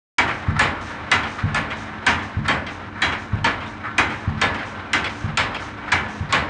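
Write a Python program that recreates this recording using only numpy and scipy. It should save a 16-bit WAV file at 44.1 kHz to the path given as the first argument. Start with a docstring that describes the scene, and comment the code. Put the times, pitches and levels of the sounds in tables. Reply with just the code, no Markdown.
"""A motor-driven stamp mill pounds dried chilli in a yard, about one turn a second. First a cam (a bump on a
turning shaft) clanks against the lifting pin of a steel pestle. The cam throws the pestle up, it rattles as it
falls back onto the cam, and dry flakes slide back into the tub. Next, one of the two pestles lands with a deep,
padded thud. Then the second cam clanks, with its own rattle and trickle. The turn repeats, while the drive hums
and rubs throughout."""
import sys
import numpy as np
from scipy import signal
from scipy.io import wavfile

SR = 44100
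rng = np.random.default_rng(int(sys.argv[2]) if len(sys.argv) > 2 else 0)


def materialize(psi):
    """Save the field psi as 16-bit PCM at rate SR to the path in sys.argv[1].

    A 1-D psi becomes a single channel; in a 2-D psi each row is a channel.
    """
    bounded = np.clip(np.atleast_2d(psi).T, -1, 1)
    quanta = np.round(bounded * 32767).astype(np.int16)
    wavfile.write(sys.argv[1], SR, quanta)


N = 286209

# Levels are relative. A t60 is the time a sound takes to fade by 60 dB.
# A mode is one tone that an object rings at. A spectrum gives the strength of a noise per Hz.
# each cam hits its pin: t/s, level/dB, extra treble/dB, main f/Hz, high f/Hz, pin ring/dB, chatter/s
NEAR_HITS = [(0.1835, -3.5, -5, 2276, 3031, -5.5, 0.0055), (1.115, -6, -2.5, 2030, 2815, 0.5, 0.027),
             (2.065, -5, -2.5, 1531, 2815, -1, 0.029), (3.019, -7.5, -4.5, 1880, 3989, 3, 0.033),
             (3.981, -3.5, -5, 2464, 2650, -2.5, 0.00945), (4.932, -7, -1.5, 2054, 3390, -3, 0.02),
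             (5.919, -5.5, -2.5, 1660, 3284, -13, 0.011)]
FAR_HITS = [(0.593, -5.5, -3, 1716, 3149, -2, 0.041), (1.5456, -10, -3, 1400, 3149, -10, 0.03),
            (2.4815, -6.5, -7.5, 1089, 3160, 3, 0.034), (3.4436, -7.5, -3, 915, 2380, 1, 0.029),
            (4.414, -5.5, -2.5, 800, 3640, 4, 0.018), (5.373, -8, 2.5, 1342, 3639, -4, 0.031),
            (6.3253, -5, -2, 1090, 3278, -9, 0.029)]
# the frame under each cam, with so many modes that they blur into noise: f/Hz, level/dB
NEAR_FRAME_SPECTRUM = [(41, -34.5), (70, 5.5), (112, -3.5), (166, -7), (308, -5), (537, -15), (918, -2),
                       (1440, -5.5), (1570, -2.5), (2320, -2), (2970, -8.5), (3290, 5), (3570, -17.5),
                       (6910, -19), (9600, -73.5), (12500, -68), (21100, -120)]
FAR_FRAME_SPECTRUM = [(41, -33), (70, 7.5), (217, -6.5), (302, 0.5), (395, -25), (465, -4.5), (702, -6.5),
                      (1060, -1), (1600, -5), (1700, 2.5), (2910, -8.5), (3160, -5), (4130, -18.5),
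                      (4480, -18.5), (9600, -50), (12500, -73.5), (21100, -120)]
# how long the frame rings: f/Hz, t60/s
FRAME_RING_TIMES = [(100, 0.53), (400, 0.74), (1000, 0.52), (2000, 0.36), (4000, 0.3), (9000, 0.16)]
# clear modes of each pestle: f/Hz, level/dB, t60/s
NEAR_PESTLE_MODES = [(305, -27, .6), (940, -20, .4), (1233, -26, .4), (1365, -23, .45), (1508, -22, .45),
                     (1545, -18, .4), (1728, -22, .45), (2058, -18, .35), (2288, -17, .35)]
FAR_PESTLE_MODES = [(786, -24, .35), (1080, -20, .36), (1179, -25, .4), (1368, -21, .36), (1502, -23, .35),
                    (1724, -18, .45), (2040, -24, .35)]
# high modes of each lifting pin: f/Hz, level/dB
NEAR_PIN_MODES = [(2815, -52), (3284, -40), (3747, -55), (3919, -43), (3989, -57.5), (4474, -53.5),
                  (4581, -58), (4856, -65.5), (5146, -63), (5938, -59), (6412, -63), (7025, -53.5),
                  (7230, -55), (8253, -70)]
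FAR_PIN_MODES = [(3149, -42.5), (3278, -44.5), (3639, -47), (3752, -52), (3935, -59.5), (4457, -45),
                 (4592, -58), (4700, -60), (5033, -69.5), (5604, -51.5), (6245, -56), (6417, -64),
                 (6988, -65), (9033, -76)]
# a pestle lands in the chilli: t/s, level/dB
LANDINGS = [(0.479, -12.5), (1.4339, -14.5), (2.364, -16.5), (3.3277, -15), (4.272, -15), (5.2376, -18.5),
            (6.203, -20)]
# low modes of the tub: f/Hz, level/dB, t60/s
TUB_RING_MODES = [(47.7, -17.5, 0.94), (88.5, -29, 0.31), (105, -12.5, 0.37), (147.7, -6.5, 0.5),
                  (218.5, -14.5, 0.97)]
# the boom of tub and ground: f/Hz, level/dB
BOOM_SPECTRUM = [(35, -9), (60, 1), (100, -1.5), (170, 6.5), (260, -8), (400, -35), (900, -70.5)]
# the thrown pestle falls back onto its cam: t/s, level/dB, extra treble/dB, chatter/s, collar f/Hz
FALLBACK_KNOCKS = [(0.277, -22.5, -6, 0.037, 3000), (0.751, -37, -15, 0.034, 3100),
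                   (1.232, -29, 1, 0.037, 3340), (1.704, -29.5, 0, 0.029, 3250), (2.19, -36, 2.5, 0.02, 3340),
                   (2.665, -31.5, 3.5, 0.027, 3230), (3.122, -24.5, -2.5, 0.019, 3290),
                   (3.604, -33, -2.5, 0.038, 3160), (3.661, -48, 11, .006, 3580),
                   (4.098, -29, -3, 0.023, 3280), (4.543, -30, 2.5, 0.017, 3210),
                   (4.588, -32, -3, 0.044, 3230), (5.042, -24.5, 4.5, 0.019, 3380),
                   (5.545, -29.5, 4.5, 0.023, 3250), (6.058, -47, 5, 0.025, 3390)]
# the noise of that knock: multiple of its pitch, level/dB
KNOCK_SPECTRUM = [(0.101, 0), (0.299, 5.5), (.65, 9.5), (1, 9.5), (1.35, 0), (2.002, -8.5), (3.998, -46)]
# a cam drags on the pestle's shaft: t/s, level/dB, length/s, extra treble/dB
CAM_DRAGS = [(0.462, -34, 0.044, 2.5), (0.552, -28.5, 0.041, 4), (1.383, -32, 0.044, 6),
             (1.53, -41, 0.013, 20.5), (2.442, -32, 0.042, 9), (2.949, -36, 0.062, 0),
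             (3.306, -36.5, 0.026, -5), (3.833, -29, 0.047, -5), (4.372, -35, .03, 11),
             (5.874, -25.5, 0.016, 2), (6.287, -29.5, .03, 13)]
# steel scraping on steel: f/Hz, level/dB
SCRAPE_SPECTRUM = [(300, -14.5), (700, -3), (1100, 7), (1900, 9), (2600, -12.5), (4000, -14.5), (9500, -60)]
# flakes slide back into a tub: t/s, level/dB, length/s
FLAKE_SLIDES = [(0.335, -52.5, 0.055), (0.808, -47.5, 0.1), (1.27, -49.5, 0.1), (1.762, -47.5, 0.06),
                (2.22, -50.5, 0.035), (2.70, -51.5, 0.035), (3.18, -52.5, 0.053), (3.67, -53.5, .04),
                (4.115, -52.5, 0.09), (4.65, -49.5, 0.048), (5.09, -49, 0.13), (5.595, -47, 0.066),
                (6.08, -50.5, 0.1)]
# the hiss of dry flakes: f/Hz, level/dB
FLAKE_SPECTRUM = [(1000, -23.5), (3000, 8.5), (4500, 3), (6500, 6.5), (8000, -9.5), (9500, -8.5)]
# the motor's rumble: f/Hz, level/dB
RUMBLE_SPECTRUM = [(25, -13), (38, -13), (48, 11.5), (70, 9), (95, 16), (135, 9), (200, 10.5), (300, 11),
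                   (420, 2), (700, -3), (1500, -57.5)]
# the tones of the motor's hum: f/Hz, level/dB
HUM_TONES = [(92, -46), (104, -48.5), (216, -44), (298, -49)]
# cams and belt rubbing: f/Hz, level/dB
RUB_SPECTRUM = [(300, -8), (600, -1.5), (900, 2.5), (1500, 1), (2000, -1), (2400, -10), (3200, -9.5),
                (5000, -29.5), (7000, -65.5), (9500, -47.5)]
# the rubbing swells and fades as the listener turns away and back: t/s, level/dB
RUB_SWELL = [(0.2, 0.5), (1.0, 1.5), (1.7, 3.5), (2.6, -0.4), (3.9, -0.5), (4.8, 2), (5.7, 1), (6.49, 2.2)]

THUD_HZ, CLATTER_PER_S = 95.1, 9
TIME = np.arange(N) / SR
AGE = TIME[:int(.8 * SR)]   # seconds since one sound began
EDGES = np.geomspace(25, 11000, 25)   # borders of 24 frequency bands, in Hz
CENTRES = np.sqrt(EDGES[1:] * EDGES[:-1])
FILTERS = [signal.butter(2, pair, "band", fs=SR, output="sos") for pair in zip(EDGES, EDGES[1:])]


def clanks(hits, spectrum, pestle_modes, pin_modes, frame_db, yard_db, yard_t60, crunch_db, crunch_t60,
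           main_db, high_db, pin_db, pin_t60, crack_db, rebound_db, build_cycles):
    """A cam hits its pin with a gritty crack, chatters and hits again; the steel rings into the yard."""
    out = np.zeros(N)
    same_frame = rng.standard_normal((2, len(AGE)))   # the same frame answers every blow
    build = 1 - np.exp(-AGE * CENTRES[:, None] / build_cycles)   # low modes take longer to swell
    echo_gain = from_db(yard_db + per_band([(300, 4.5), (1500, 1.5), (8000, -17)]))
    echo = echo_gain[:, None] * fade(AGE, yard_t60)
    swell = 1 - fade(AGE, .017)   # the chatter builds up the clear tones
    pin_rings = [(hz, db, pin_t60 * np.sqrt(3000 / hz)) for hz, db in pin_modes]   # high ones die sooner
    for start, db, treble_db, main_hz, high_hz, ring_db, chatter_s in hits:
        white = (same_frame + rng.standard_normal(same_frame.shape)) / np.sqrt(2)
        tilt = from_db(per_band([(1800, 0), (4000, treble_db)]))
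        direct = fade(AGE - chatter_s, per_band(FRAME_RING_TIMES)[:, None])
        frame = from_db(frame_db) * (tilt @ (bands(white, spectrum) * build * np.hypot(direct, echo)))
        bite = fade(AGE - chatter_s, crunch_t60) + from_db(9) * fade(AGE, .012)
        crunch = from_db(crunch_db) * bite * grit(fall_db=2, t60=.015)
        crack = from_db(crack_db) * clink(fall_db=10, t60=.23, count=26)
        crack += from_db(-21) * clink(fall_db=3, t60=.04, count=30)   # the first hard touch
        pin = from_db(pin_db + ring_db) * ring(pin_rings, spread_db=2.5, detune=.0015)
        # the spot that is hit brings out two modes
        spot_modes = [(main_hz, main_db, .13), (high_hz, high_db + ring_db, .22)]
        spot = ring(spot_modes, spread_db=2, detune=.0014)
        pestle = from_db(frame_db + 10) * ring(pestle_modes, spread_db=4, detune=.0036)
        tones = (pestle + spot) * swell + pin * (1 - fade(AGE, .008))
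        add(out, start, from_db(db) * (frame + from_db(treble_db) * (crunch + crack) + tones))
        rebound = judder(SCRAPE_SPECTRUM, length_s=.0013, rise_s=.00087, t60=.051, uneven_db=7.5)
        add(out, start + .8 * chatter_s, from_db(db + rebound_db) * rebound)
    return out


def thuds(squeeze_s, push_db, pack_s, pack_width_s, pack_db, tub_db, boom_db, boom_t60,
          bounce_s, bounce_db):
    """The chilli packs solid and cushions the pestle; tub and ground boom; the pestle bounces once."""
    out = np.zeros(N)
    cushion = np.maximum(np.sin(np.pi * np.minimum(AGE / squeeze_s, 1)), 0) ** (1 / 3)
    push = -np.sin(2 * np.pi * THUD_HZ * AGE) * cushion * from_db(push_db)
    packing = ((AGE - pack_s) / pack_width_s) ** 2
    punch = from_db(pack_db) * (1 - 2 * packing) * np.exp(-packing)   # one short pulse
    swell = 1 - fade(AGE, .011)
    for start, db in LANDINGS:
        boom = noise(BOOM_SPECTRUM, len(AGE)) * fade(AGE, boom_t60)
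        tub = ring(TUB_RING_MODES, spread_db=.5, detune=.0023) * swell
        add(out, start, from_db(db) * (push * np.minimum(AGE / pack_s, 1) + punch))
        add(out, start + pack_s, from_db(db + boom_db) * boom)
        add(out, start + .699 * squeeze_s, from_db(db + tub_db) * tub)   # as the cushion lets go
        add(out, start + bounce_s, from_db(db + bounce_db) * push)
    return out


def rattles(knock_hz, ring_db, collar_db, tick_db):
    """On every lift the cam throws the pestle; it ticks and shakes as it falls back onto the cam, and its
    collar clinks."""
    out = np.zeros(N)
    spectrum = [(knock_hz * ratio, db) for ratio, db in KNOCK_SPECTRUM]
    swell = 1 - fade(AGE, .012)
    for start, db, treble_db, chatter_s, collar_hz in FALLBACK_KNOCKS:
        knock = judder(tilt_treble(spectrum, treble_db), chatter_s, rise_s=.0019, t60=.31, uneven_db=1.5)
        modes = close_modes(knock_hz, ring_db) + close_modes(collar_hz, collar_db + treble_db)
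        tone = ring(modes, spread_db=2, detune=.01) * swell
        tick = from_db(tick_db + treble_db) * clink(fall_db=10.5, t60=.12, count=20)
        add(out, start, from_db(db) * (knock + tone + tick))
    return out


def scrapes(sing_db):
    """A cam skips along the pestle's shaft and sets the steel singing."""
    out = np.zeros(N)
    for start, db, length_s, treble_db in CAM_DRAGS:
        spectrum = tilt_treble(SCRAPE_SPECTRUM, treble_db)
        add(out, start, from_db(db) * judder(spectrum, length_s, rise_s=.0047, t60=.092, uneven_db=3.5))
    steel = ring(NEAR_PESTLE_MODES + FAR_PESTLE_MODES, spread_db=2, detune=0)
    sing = unit_level(signal.fftconvolve(out, steel)[:N])
    return out + from_db(sing_db) * out.std() * sing


def flakes(rise_s, t60, grain_db, creep_db):
    """After each lift, dry flakes trickle back into the hollow: a swell of tiny, uneven ticks."""
    flow = np.full(N, from_db(creep_db))   # the heaps never quite come to rest
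    for start, db, length_s in FLAKE_SLIDES:
        add(flow, start, from_db(db) * (1 - np.exp(-AGE / rise_s)) * fade(AGE - length_s, t60))
    return flow * unit_level(bands(grains(grain_db, size=N), FLAKE_SPECTRUM).sum(0))


def clatter(level_db, spread_db):
    """Loose joints of the frame knock faintly at random as the machine shakes."""
    out = np.zeros(N)
    shape = (1 - fade(AGE, .015)) * fade(AGE, .3)
    for start in np.cumsum(rng.exponential(1 / CLATTER_PER_S, 80)):
        knock = ring(NEAR_PESTLE_MODES[1:] + FAR_PESTLE_MODES, spread_db=3, detune=.02)
        add(out, start, from_db(level_db + spread_db * rng.uniform(-1, 1)) * knock * shape)
    return out


def drive(rumble_db, rub_db, sing_db, flutter_db, surge_db, waver_rad):
    """The motor rumbles and makes the frame hum; cams and belt rub and keep the pestles ringing."""
    hum = np.zeros(N)
    for hz, db in HUM_TONES:
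        strength = np.sqrt(2) * from_db(db + 2 * drift(8))
        hum += strength * np.sin(2 * np.pi * hz * TIME + waver_rad * drift(9))
    steel = ring(NEAR_PESTLE_MODES[:-2] + FAR_PESTLE_MODES, spread_db=.5, detune=0)
    friction = noise(RUB_SPECTRUM) * from_db(flutter_db * drift(70) + surge_db * drift(14))
    sing = from_db(sing_db) * unit_level(signal.fftconvolve(noise(RUB_SPECTRUM), steel)[:N])
    rub = from_db(rub_db + np.interp(TIME, *np.transpose(RUB_SWELL))) * (friction + sing)
    return hum + rub + from_db(rumble_db) * noise(RUMBLE_SPECTRUM)


def ring(modes, spread_db, detune):
    """A struck object rings in fading tones; each blow lands differently, so the mix varies."""
    hz, db, t60 = np.transpose(modes)[:, :, None]
    strength = from_db(db + spread_db * rng.standard_normal(hz.shape)) * rng.choice([-1, 1], hz.shape)
    hz = hz * (1 + detune * rng.standard_normal(hz.shape))
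    return np.sum(strength * np.sin(2 * np.pi * hz * AGE) * fade(AGE, t60), 0)


def clink(fall_db, t60, count):
    """Short, high rings of pin and collar, weaker by fall_db with each octave up."""
    hz = rng.uniform(2200, 9000, count)
    modes = np.transpose([hz, -fall_db * np.log2(hz / 2200), t60 * np.sqrt(2200 / hz)])
    return ring(modes, spread_db=3, detune=0)


def close_modes(hz, db):
    """Three modes so close in pitch that they throb together as they fade."""
    return [(hz * ratio, db - 3, .13) for ratio in (.975, 1, 1.025)]


def judder(spectrum, length_s, rise_s, t60, uneven_db):
    """Steel skips along steel for a moment, then the frame rings out."""
    force = from_db(uneven_db * drift(130)[:len(AGE)]) * (1 - np.exp(-AGE / rise_s))
    return force * fade(AGE - length_s, t60) * noise(spectrum, len(AGE))


def grit(fall_db, t60):
    """Many tiny touches of the cam each make the pin ring very briefly."""
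    touches = grains(grain_db=4, size=2 * len(AGE))[0]
    return unit_level(signal.fftconvolve(touches, clink(fall_db, t60, count=18), "valid")[:len(AGE)])


def grains(grain_db, size):
    """Two streams of tiny touches of very uneven force."""
    return rng.standard_normal((2, size)) * from_db(grain_db * np.minimum(rng.exponential(1, size), 5))


def noise(spectrum, size=N):
    """Steady noise with the given spectrum."""
    return bands(rng.standard_normal((2, size)), spectrum).sum(0)


def bands(white, spectrum):
    """Two white noises take turns to fill the bands, which are scaled to follow the spectrum."""
    gains = from_db(per_band(spectrum))
    gains /= np.sqrt(np.sum(gains ** 2 * np.diff(EDGES)) * 2 / SR)   # total power near 1
    return np.array([gains[k] * signal.sosfilt(sos, white[k % 2]) for k, sos in enumerate(FILTERS)])


def tilt_treble(spectrum, treble_db):
    """Turn a spectrum up or down above 1800 Hz."""
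    return [(hz, db + treble_db * np.clip(np.log2(hz / 1800), 0, 1)) for hz, db in spectrum]


def per_band(points):
    """Read a table of f/Hz and value at the middle of each band."""
    hz, value = np.transpose(points)
    return np.interp(np.log(CENTRES), np.log(hz), value)


def drift(per_s):
    """A wandering value that heads for a new random point per_s times a second."""
    points = rng.standard_normal(1000)
    return np.interp(TIME * per_s, np.arange(len(points)), points)


def fade(age, t60):
    """Stay at 1 until age 0, then fall by 60 dB every t60 seconds."""
    return np.exp(-np.log(1000) * np.maximum(age, 0) / t60)


def from_db(db):
    """Turn decibels into a number to multiply by."""
    return 10 ** (np.asarray(db) / 20)


def unit_level(sound):
    """Scale a sound to an average power of 1."""
    return sound / np.sqrt(np.mean(sound ** 2) + 1e-20)


def add(out, start_s, sound):
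    """Mix a sound in at the given time."""
    i = int(np.clip(start_s * SR, 0, N))
    out[i:i + len(sound)] += sound[:N - i]


def scene():
    """The whole mill, straight ahead; only scattered treble differs between the ears."""
    near = clanks(NEAR_HITS, NEAR_FRAME_SPECTRUM, NEAR_PESTLE_MODES, NEAR_PIN_MODES,
                  frame_db=-10.5, yard_db=-7, yard_t60=.68, crunch_db=-32, crunch_t60=.066,
                  main_db=-6.5, high_db=-19.5, pin_db=18.5, pin_t60=.31,
                  crack_db=-20, rebound_db=-14.5, build_cycles=2.2)
    far = clanks(FAR_HITS, FAR_FRAME_SPECTRUM, FAR_PESTLE_MODES, FAR_PIN_MODES,
                 frame_db=-10.5, yard_db=-11.5, yard_t60=.99, crunch_db=-30, crunch_t60=.19,
                 main_db=-9, high_db=-19, pin_db=18, pin_t60=.23,
                 crack_db=-23.5, rebound_db=-16, build_cycles=2.4)
    mill = near + far
    mill += rattles(knock_hz=2180, ring_db=-13, collar_db=-5, tick_db=-12)
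    mill += scrapes(sing_db=-3.5)
    mill += clatter(level_db=-27.5, spread_db=2.5)
    mill += flakes(rise_s=.004, t60=.31, grain_db=4, creep_db=-68)
    mill += thuds(squeeze_s=.029, push_db=.5, pack_s=.0078, pack_width_s=.0021, pack_db=-2.5,
                  tub_db=-.5, boom_db=-13.5, boom_t60=.48, bounce_s=.088, bounce_db=-9)
    mill += drive(rumble_db=-39, rub_db=-37, sing_db=-7, flutter_db=1.4, surge_db=1.7, waver_rad=1.52)
    treble_only = signal.butter(4, 4000, "high", fs=SR, output="sos")
    scatter = from_db(-21) * signal.sosfilt(treble_only, np.roll(mill, SR // 500))   # 2 ms late
    return np.array([mill + scatter, mill - scatter])


def record(dry):
    """Sound starts just before the first clank; loud peaks are rounded and the top treble is cut."""
    start_s, ceiling, cutoff_hz = .182, .9, 9600
    opened = dry * np.clip((TIME - start_s) * 1000, 0, 1)   # fades in over 1 ms
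    rounded = opened / (1 + (opened / ceiling) ** 4) ** (1 / 4)
    return signal.sosfilt(signal.ellip(10, .2, 70, cutoff_hz, fs=SR, output="sos"), rounded)


dry = scene()
out = record(dry)
materialize(out)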